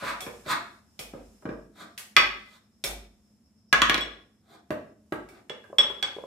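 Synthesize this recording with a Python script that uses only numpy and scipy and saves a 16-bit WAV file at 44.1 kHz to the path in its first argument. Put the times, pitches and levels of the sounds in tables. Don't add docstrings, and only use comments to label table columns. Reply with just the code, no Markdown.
import sys
import numpy as np
from scipy import signal
from scipy.fft import rfft, irfft
from scipy.io import wavfile
from scipy.ndimage import uniform_filter1d

SR = 44100
rng = np.random.default_rng(int(sys.argv[2]) if len(sys.argv) > 2 else 0)


def wav_record(signal):
    frames = np.transpose(np.atleast_2d(signal))
    bounded = np.clip(frames, -1, 1)
    quanta = np.round(bounded * 32767).astype(np.int16)
    wavfile.write(sys.argv[1], SR, quanta)


def ratio(d):
    e = np.asarray(d, float) / 20
    return 10 ** e


N = 276050
LATER_S = 4.42
LEFT_RIGHT = np.array([[1], [-1]])


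def band(x, hz, width):
    return signal.lfilter(*signal.iirpeak(min(hz, .45 * SR), hz / width, SR), x)


def unit(x):
    return x / np.sqrt(np.mean(x ** 2))


def shaped(points, channels=2):
    hz, db = np.transpose(points)
    f = np.maximum(np.fft.rfftfreq(N, 1 / SR), 1)
    gain = ratio(np.interp(np.log(f), np.log(hz), db, left=-90, right=-90))
    return unit(irfft(rfft(rng.standard_normal((channels, N))) * gain, N))


def walk(rate):
    k = int(SR / rate)
    steps = np.repeat(rng.standard_normal(N // k + 1), k)
    return 0.61 * uniform_filter1d(steps, k)[:N]


def add(out, s, sound):
    i = int(s * SR)
    out[..., i:i + sound.shape[-1]] += sound[..., :N - i]


def bustle():
    # (time [s], level [dB])
    rustle = [(0, -62.5), (.4, -63.5), (.85, -75), (1.35, -69.5), (1.68, -78), (2.5, -72.5), (2.72, -79),
              (3.15, -76), (3.6, -80), (4.35, -82), (5, -78.5), (5.45, -76.5), (5.7, -77), (6.26, -70)]
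    return np.interp(np.arange(N) / SR, *np.transpose(rustle))


def hiss():
    # (frequency [Hz], density [dB per Hz])
    colour = [(290, -32.5), (500, 0), (1850, -9.5), (4770, -11.5), (5200, -3), (6000, -8.5), (6930, -5.5),
              (8980, -8.5), (15500, -15.5)]
    return shaped(colour) * ratio(5 + bustle() + 1.8 * walk(9.9))


def blower():
    # (frequency [Hz], density [dB per Hz])
    rumble_colour = [(18, -67.5), (30, -32), (60, -2), (82, 2.5), (152, -26.5), (195, -3.5), (214, 6),
                     (250, -10), (271, -22), (700, -43), (910, -63), (1540, -120)]
    # (frequency [Hz], width [Hz], level [dB])
    motor = [(106, 7.7, -73), (214.7, 30, -66.5)]
    later_db = -1
    bustle_db = bustle()
    mid, side = shaped(rumble_colour)
    rumble_db = -68 + .3 * (bustle_db - bustle_db.mean()) + 2.2 * walk(7.4)
    rumble = (mid + .3 * side * LEFT_RIGHT) * ratio(rumble_db)
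    hum = sum(ratio(db) * unit(band(rng.standard_normal(N), hz, w)) for hz, w, db in motor)
    return rumble + hum * ratio(later_db * (np.arange(N) / SR > LATER_S))


def cricket():
    level_db, later_db = -77, -8.5
    chirp = unit(band(band(rng.standard_normal((2, N)), 5300, 350), 5300, 500))
    later = np.arange(N) / SR > LATER_S
    return chirp * ratio(level_db + later_db * later + 7.0 * walk(25))


def booms():
    # (time [s], peak level [dB])
    jolts = [(0.03, -48.5), (0.269, -53), (0.499, -60), (0.989, -48), (1.137, -47.5), (1.459, -43),
             (2.169, -41.5), (2.844, -35), (3.728, -35), (3.818, -41), (3.896, -42), (3.951, -48.5),
             (5.129, -50.5), (5.79, -51)]
    boom_hz, boom_s = 51.33, 0.084
    out, t = np.zeros(N), np.arange(SR // 2) / SR
    swell = (t / boom_s * np.exp(1 - t / boom_s)) ** 2
    for s, db in jolts:
        hz = boom_hz * (1 + 0.036 * rng.standard_normal())
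        add(out, s, ratio(db - 5) * swell * np.sin(2 * np.pi * hz * t))
    return np.array([.93 * out, np.roll(out, 12)])


def room(x):
    # (frequency [Hz], t60 [s], level [dB])
    walls = [(107, 0.52, 6), (324, 0.62, -4), (756, 0.41, -1), (1440, 0.47, -9.5), (3000, 0.45, -11),
             (6300, 0.3, -16.5), (12000, 0.29, -14.5)]
    t, tail = np.arange(int(.9 * SR)) / SR, 0
    for hz, t60, db in walls:
        noise = rng.standard_normal((2, len(t)))
        mid, side = band(band(noise, hz, 1.75 * hz), hz, 1.75 * hz)
        fade = ratio(-60 * t / t60) * np.minimum(t / 0.004, 1) / np.sqrt(t60 * SR / 14)
        tail = tail + ratio(db + 3.5) * fade * (mid + min(hz / 1100, 1) * side * LEFT_RIGHT)
    return signal.fftconvolve(x.mean(0)[None], tail, axes=1)[:, :N]


def broad(grains, body):
    return unit(sum(ratio(db) * band(band(grains, hz, w), hz, 2 * w) for hz, w, db in body))


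def scuffs():
    # (loudest time [s], swell [s], drag level [dB], sole re drag [dB], grit re drag [dB])
    drags = [
        (0.106, 0.16, -35, -13, -8.5),
        (0.522, 0.063, -27.5, -15, -4.5),
        (1.2, 0.17, -66, 3, -22),
        (1.822, 0.084, -48, -4.5, -2.5),
        (2.56, 0.16, -64.5, -15, 1.5),
        (4.55, 0.13, -60.5, -0.5, -2),
        (5.38, 0.13, -62, 0.5, -11),
    ]
    # (frequency [Hz], width [Hz], level [dB])
    sole_body = [(324, 220, 3), (707, 140, 5.5)]
    drag_body = [(1395, 910, 10), (2165, 1300, 3)]
    grit_body = [(3550, 1500, 7.5), (6200, 4700, -2.5), (11900, 2000, -8.5)]
    swell_db, lift_db_per_s = 26, 402
    grain_db = 2.9 * np.minimum(rng.exponential(size=(2, N)), 4)
    grains = rng.standard_normal((2, N)) * ratio(grain_db) * ratio(1.5 * walk(60))
    grains = grains + .5 * grains[::-1]
    sole, drag, grit = (broad(grains, body) for body in (sole_body, drag_body, grit_body))
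    out, t = 0, np.arange(N) / SR
    for s, swell_s, drag_db, sole_db, grit_db in drags:
        loss_db = np.where(t < s, swell_db * ((s - t) / swell_s) ** 2, lift_db_per_s * (t - s))
        scuff = drag + ratio(sole_db) * sole + ratio(grit_db) * grit
        out = out + ratio(drag_db - np.minimum(loss_db, 200)) * scuff
    return out


def thumps():
    # (time [s], peak level [dB], pitch [Hz])
    dull = [(0.266, -33, 280), (1.137, -37.5, 278), (1.455, -26, 292), (1.491, -27, 298),
            (1.53, -38.5, 268), (2.875, -39, 750), (2.895, -32, 720), (2.915, -37, 753),
            (2.935, -39.5, 757), (3.728, -27.5, 280), (3.82, -23.5, 288), (3.898, -23.5, 329),
            (3.945, -27.5, 326), (3.981, -28.5, 298), (4.074, -35, 463), (4.706, -23, 318),
            (5.123, -22.5, 328), (5.503, -30, 458), (5.701, -40.5, 380), (5.73, -30, 556),
            (5.902, -34, 478), (6.166, -31, 417), (6.186, -29, 497), (6.239, -28.5, 520)]
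    damping_cycles, overtone, overtone_db = 0.78, 1.9, -10
    out, t = np.zeros(N), np.arange(SR // 10) / SR
    for s, db, hz in dull:
        cycles = hz * t
        tone = np.sin(2 * np.pi * cycles) + ratio(overtone_db) * np.sin(2 * np.pi * overtone * cycles)
        envelope = np.e * cycles / damping_cycles * np.exp(-cycles / damping_cycles)
        add(out, s - .0012, ratio(db) * envelope * tone)
    return out


def ring(modes, t, scatter_db, hold=0.75, detune=.001, twin_db=-4, flutter_db=0.):
    hz, db, t60 = np.tile(np.transpose(modes), 2)[:, :, None]
    luck = rng.standard_normal((4, len(hz), 1))
    k = int(.008 * SR)
    steps = ratio(flutter_db * rng.standard_normal((len(hz), len(t) // k + 1)))
    flutter = uniform_filter1d(np.repeat(steps, k, axis=1), k)[:, :len(t)]
    twin = np.arange(len(hz))[:, None] >= len(modes)
    decay_db = -60 * t / (hold * np.clip(t60, .02, .5))
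    size = ratio(db + twin * twin_db + scatter_db * luck[0] + decay_db) * flutter
    phase = 2 * np.pi * hz * (1 + (detune + .012 * twin) * luck[1]) * t + twin * luck[3]
    lag = np.clip(hz / 1500, 0, 1) * 0.93 * np.sign(luck[2])
    ears = np.array([(size * np.sin(phase + ear * lag)).sum(0) for ear in (.5, -.5)])
    return ears / np.sqrt(np.sum(ratio(2 * db)) / 2)


def hits(events, modes, name, crack_hz, crack_s, fizz_db, fizz_s, hold, clang_db):
    # (frequency [Hz], level [dB], t60 [s])
    block = [(185, -11, 0.016), (261, 1, 0.034), (314, 2.5, 0.034), (379, 0.5, 0.079), (490, 1, 0.082),
             (592, -0.5, 0.097), (720, -1, .03)]
    scatter_db = {"face": .5, "horn": 2.5, "head": 1, "bar": 2, "soft": 3}
    twin_db = {"face": -8, "horn": -4, "head": -18, "bar": -3, "soft": -5}
    flutter_db = {"face": 2.5, "horn": 3, "head": .8, "bar": 5, "soft": 4}
    out, t = np.zeros((2, N)), np.arange(SR // 3) / SR
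    for s, db, thud_db, ring_db in events:
        noise = rng.standard_normal((5, len(t)))
        contact = band(noise[0] + 2.0 * noise[1:3], crack_hz, crack_hz)
        contact = unit(band(contact, crack_hz, 1.4 * crack_hz))
        crack = contact * np.exp(-t / crack_s)
        rattle = band(noise[0] + 2.7 * noise[3:], .6 * crack_hz, 0.95 * crack_hz)
        rattle = unit(band(rattle, 0.82 * crack_hz, 1.6 * crack_hz))
        clang = ratio(-14.5 + clang_db) * rattle * np.exp(-t / 0.018)
        fizz = unit(band(band(noise[3:], 8000, 13000), 8000, 14000)) * np.exp(-t / fizz_s)
        thud = ring(block, t, 2.5, detune=0.04) * (1 - np.exp(-t / 0.0018))
        steel = ring(modes, t, scatter_db[name], hold=hold, twin_db=twin_db[name], flutter_db=flutter_db[name])
        sound = crack + clang + ratio(fizz_db) * fizz + ratio(thud_db) * thud + ratio(ring_db) * steel
        pan_db = 0 if s < LATER_S else -4.5
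        onset = np.minimum(t / 0.0017, 1)
        add(out, s - .0012, sound * onset * ratio(db + pan_db * LEFT_RIGHT / 2))
    return out


def soft_knocks():
    # (time [s], peak level [dB], thud re peak [dB], ring re peak [dB])
    knocks = [
        (0.265, -29.5, -4, -18),
        (0.462, -37.5, 5, -19),
        (2.893, -42.5, 5.5, -24),
        (4.706, -25, -0.5, -9.5),
        (5.123, -26, -5.5, -11),
        (5.641, -46.5, -8, -9),
        (5.899, -34, -5, -26),
    ]
    dull_knocks = [
        (0.024, -35.5, 7.5, -14),
        (1.137, -44, 6, -14),
        (1.424, -51, 4, -19),
        (1.455, -34, 5, -4),
        (1.491, -34, 4, -6),
        (1.527, -45, 6, -6),
    ]
    # (frequency [Hz], level [dB], t60 [s])
    soft = [(612, 2, 0.039), (1146, -6, 0.22), (1267, -1.5, 0.036), (1603, 4.5, 0.12), (2290, -15.5, 0.08),
            (3767, -17.5, 0.051)]
    firm = hits(knocks, soft, "soft", crack_hz=1390, crack_s=0.0026, fizz_db=-24.5, fizz_s=0.024,
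                hold=0.53, clang_db=0.5)
    return firm + hits(dull_knocks, soft, "soft", crack_hz=794, crack_s=0.005, fizz_db=-49, fizz_s=0.02,
                       hold=0.4, clang_db=-0.5)


def bar_taps():
    # (time [s], peak level [dB], thud re peak [dB], ring re peak [dB])
    taps = [
        (0.206, -30.5, -47, -6.5),
        (0.992, -30.5, -7, -10.5),
        (1.978, -29.5, -20, -20.5),
        (2.84, -21, -11.5, -10.5),
        (5.288, -50.5, -7, -7),
    ]
    # (frequency [Hz], level [dB], t60 [s])
    bar = [(720, -5, 0.24), (1234, -15, .1), (2280, 2, 0.21), (2506, -0.5, 0.35), (3600, -6.5, 0.34),
           (4450, 1, 0.028), (5400, -2.5, 0.38), (8300, -7.5, 0.24)]
    return hits(taps, bar, "bar", crack_hz=3200, crack_s=0.0034, fizz_db=-9, fizz_s=0.04,
                hold=0.44, clang_db=1.5)


def head_taps():
    # (time [s], peak level [dB], thud re peak [dB], ring re peak [dB])
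    taps = [
        (0.219, -40, 3.5, 1.5),
        (4.327, -80, -5, -3),
        (5.497, -28.5, -7.5, -6.5),
        (5.785, -11.5, -16, 1.5),
        (6.027, -16.5, -19.5, -4),
    ]
    ping = [
        (4.009, -31, -12, 11),
    ]
    # (frequency [Hz], level [dB], t60 [s])
    head = [(3370, 7.5, 0.13), (3445, -7, 0.1), (5400, -14.5, 0.24), (5536, -10.5, 0.16), (7880, -17, 0.2),
            (9770, -32, 0.28), (11700, -21, .12)]
    return hits(taps + ping, head, "head", crack_hz=2110, crack_s=0.0025, fizz_db=-20, fizz_s=0.0023,
                hold=0.53, clang_db=-3)


def bounces():
    # (time [s], peak level [dB], thud re peak [dB], ring re peak [dB])
    strikes = [
        (3.728, -4, -24, -7),
        (3.819, -4.5, -24, -8),
        (3.897, -7.5, -22, -9),
        (3.944, -12, -22, -10),
        (3.979, -20, -14, -10),
    ]
    # (frequency [Hz], level [dB], t60 [s])
    horn = [(700, 4, 0.034), (1096, 1, 0.14), (1136, -3, 0.24), (1247, -7, 0.3), (1435, 1.5, 0.12),
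            (1670, 9, 0.11), (1990, 4.5, 0.091), (2292, -8.5, 0.3), (2660, 0.5, .08), (3000, 3.5, .13),
            (3347, 0, 0.12), (4220, -15.5, .08), (8100, -31, 0.083), (11700, -10.5, .12)]
    return hits(strikes, horn, "horn", crack_hz=2407, crack_s=0.0025, fizz_db=-29, fizz_s=0.005,
                hold=0.43, clang_db=-17)


def heavy_blow():
    # (time [s], peak level [dB], thud re peak [dB], ring re peak [dB])
    blow = [
        (2.166, 3, -28, -10.5),
    ]
    # (frequency [Hz], level [dB], t60 [s])
    face = [(1146, -12.5, 0.27), (1255, -12.5, 0.18), (1590, -8.5, 0.28), (2022, -10.5, 0.55),
            (2316, -12, .35), (2484, -13.5, 0.4), (2530, -5, .36), (2909, -13.5, .4), (3049, -8.5, 0.26),
            (3428, 2, 0.047), (4490, -12, 0.47), (8100, -26, 0.12), (10390, -28, .09), (12600, -20.5, 0.29)]
    return hits(blow, face, "face", crack_hz=2500, crack_s=0.0015, fizz_db=-29, fizz_s=0.0027,
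                hold=0.39, clang_db=-7)


def scene():
    background = hiss() + blower() + cricket()
    near = scuffs() + soft_knocks() + bar_taps() + head_taps() + bounces() + heavy_blow()
    close = thumps()
    reflections = ratio(3.5) * room(near + ratio(-10) * close)
    return near + close + reflections + booms() + background


def low_pass(x):
    return signal.sosfilt(signal.butter(12, 16420, fs=SR, output="sos"), x)


def record(dry):
    gate_hz, gate_s = 450, 0.025
    gate_db, gate_range_db, gate_slope = -60, 2.5, 1.2
    heard = signal.sosfilt(signal.butter(6, 14500, fs=SR, output="sos"), dry)
    treble = signal.sosfiltfilt(signal.butter(2, gate_hz, "high", fs=SR, output="sos"), heard)
    power = np.abs(uniform_filter1d((treble ** 2).mean(0), int(gate_s * SR)))
    level_db = 10 * np.log10(power + 1e-12)
    duck_db = np.clip(gate_slope * (level_db - gate_db), -gate_range_db, 0)
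    mix = np.clip(heard - treble * (1 - ratio(duck_db)), -1, 1)
    return low_pass(mix)


dry = scene()
out = record(dry)
wav_record(out)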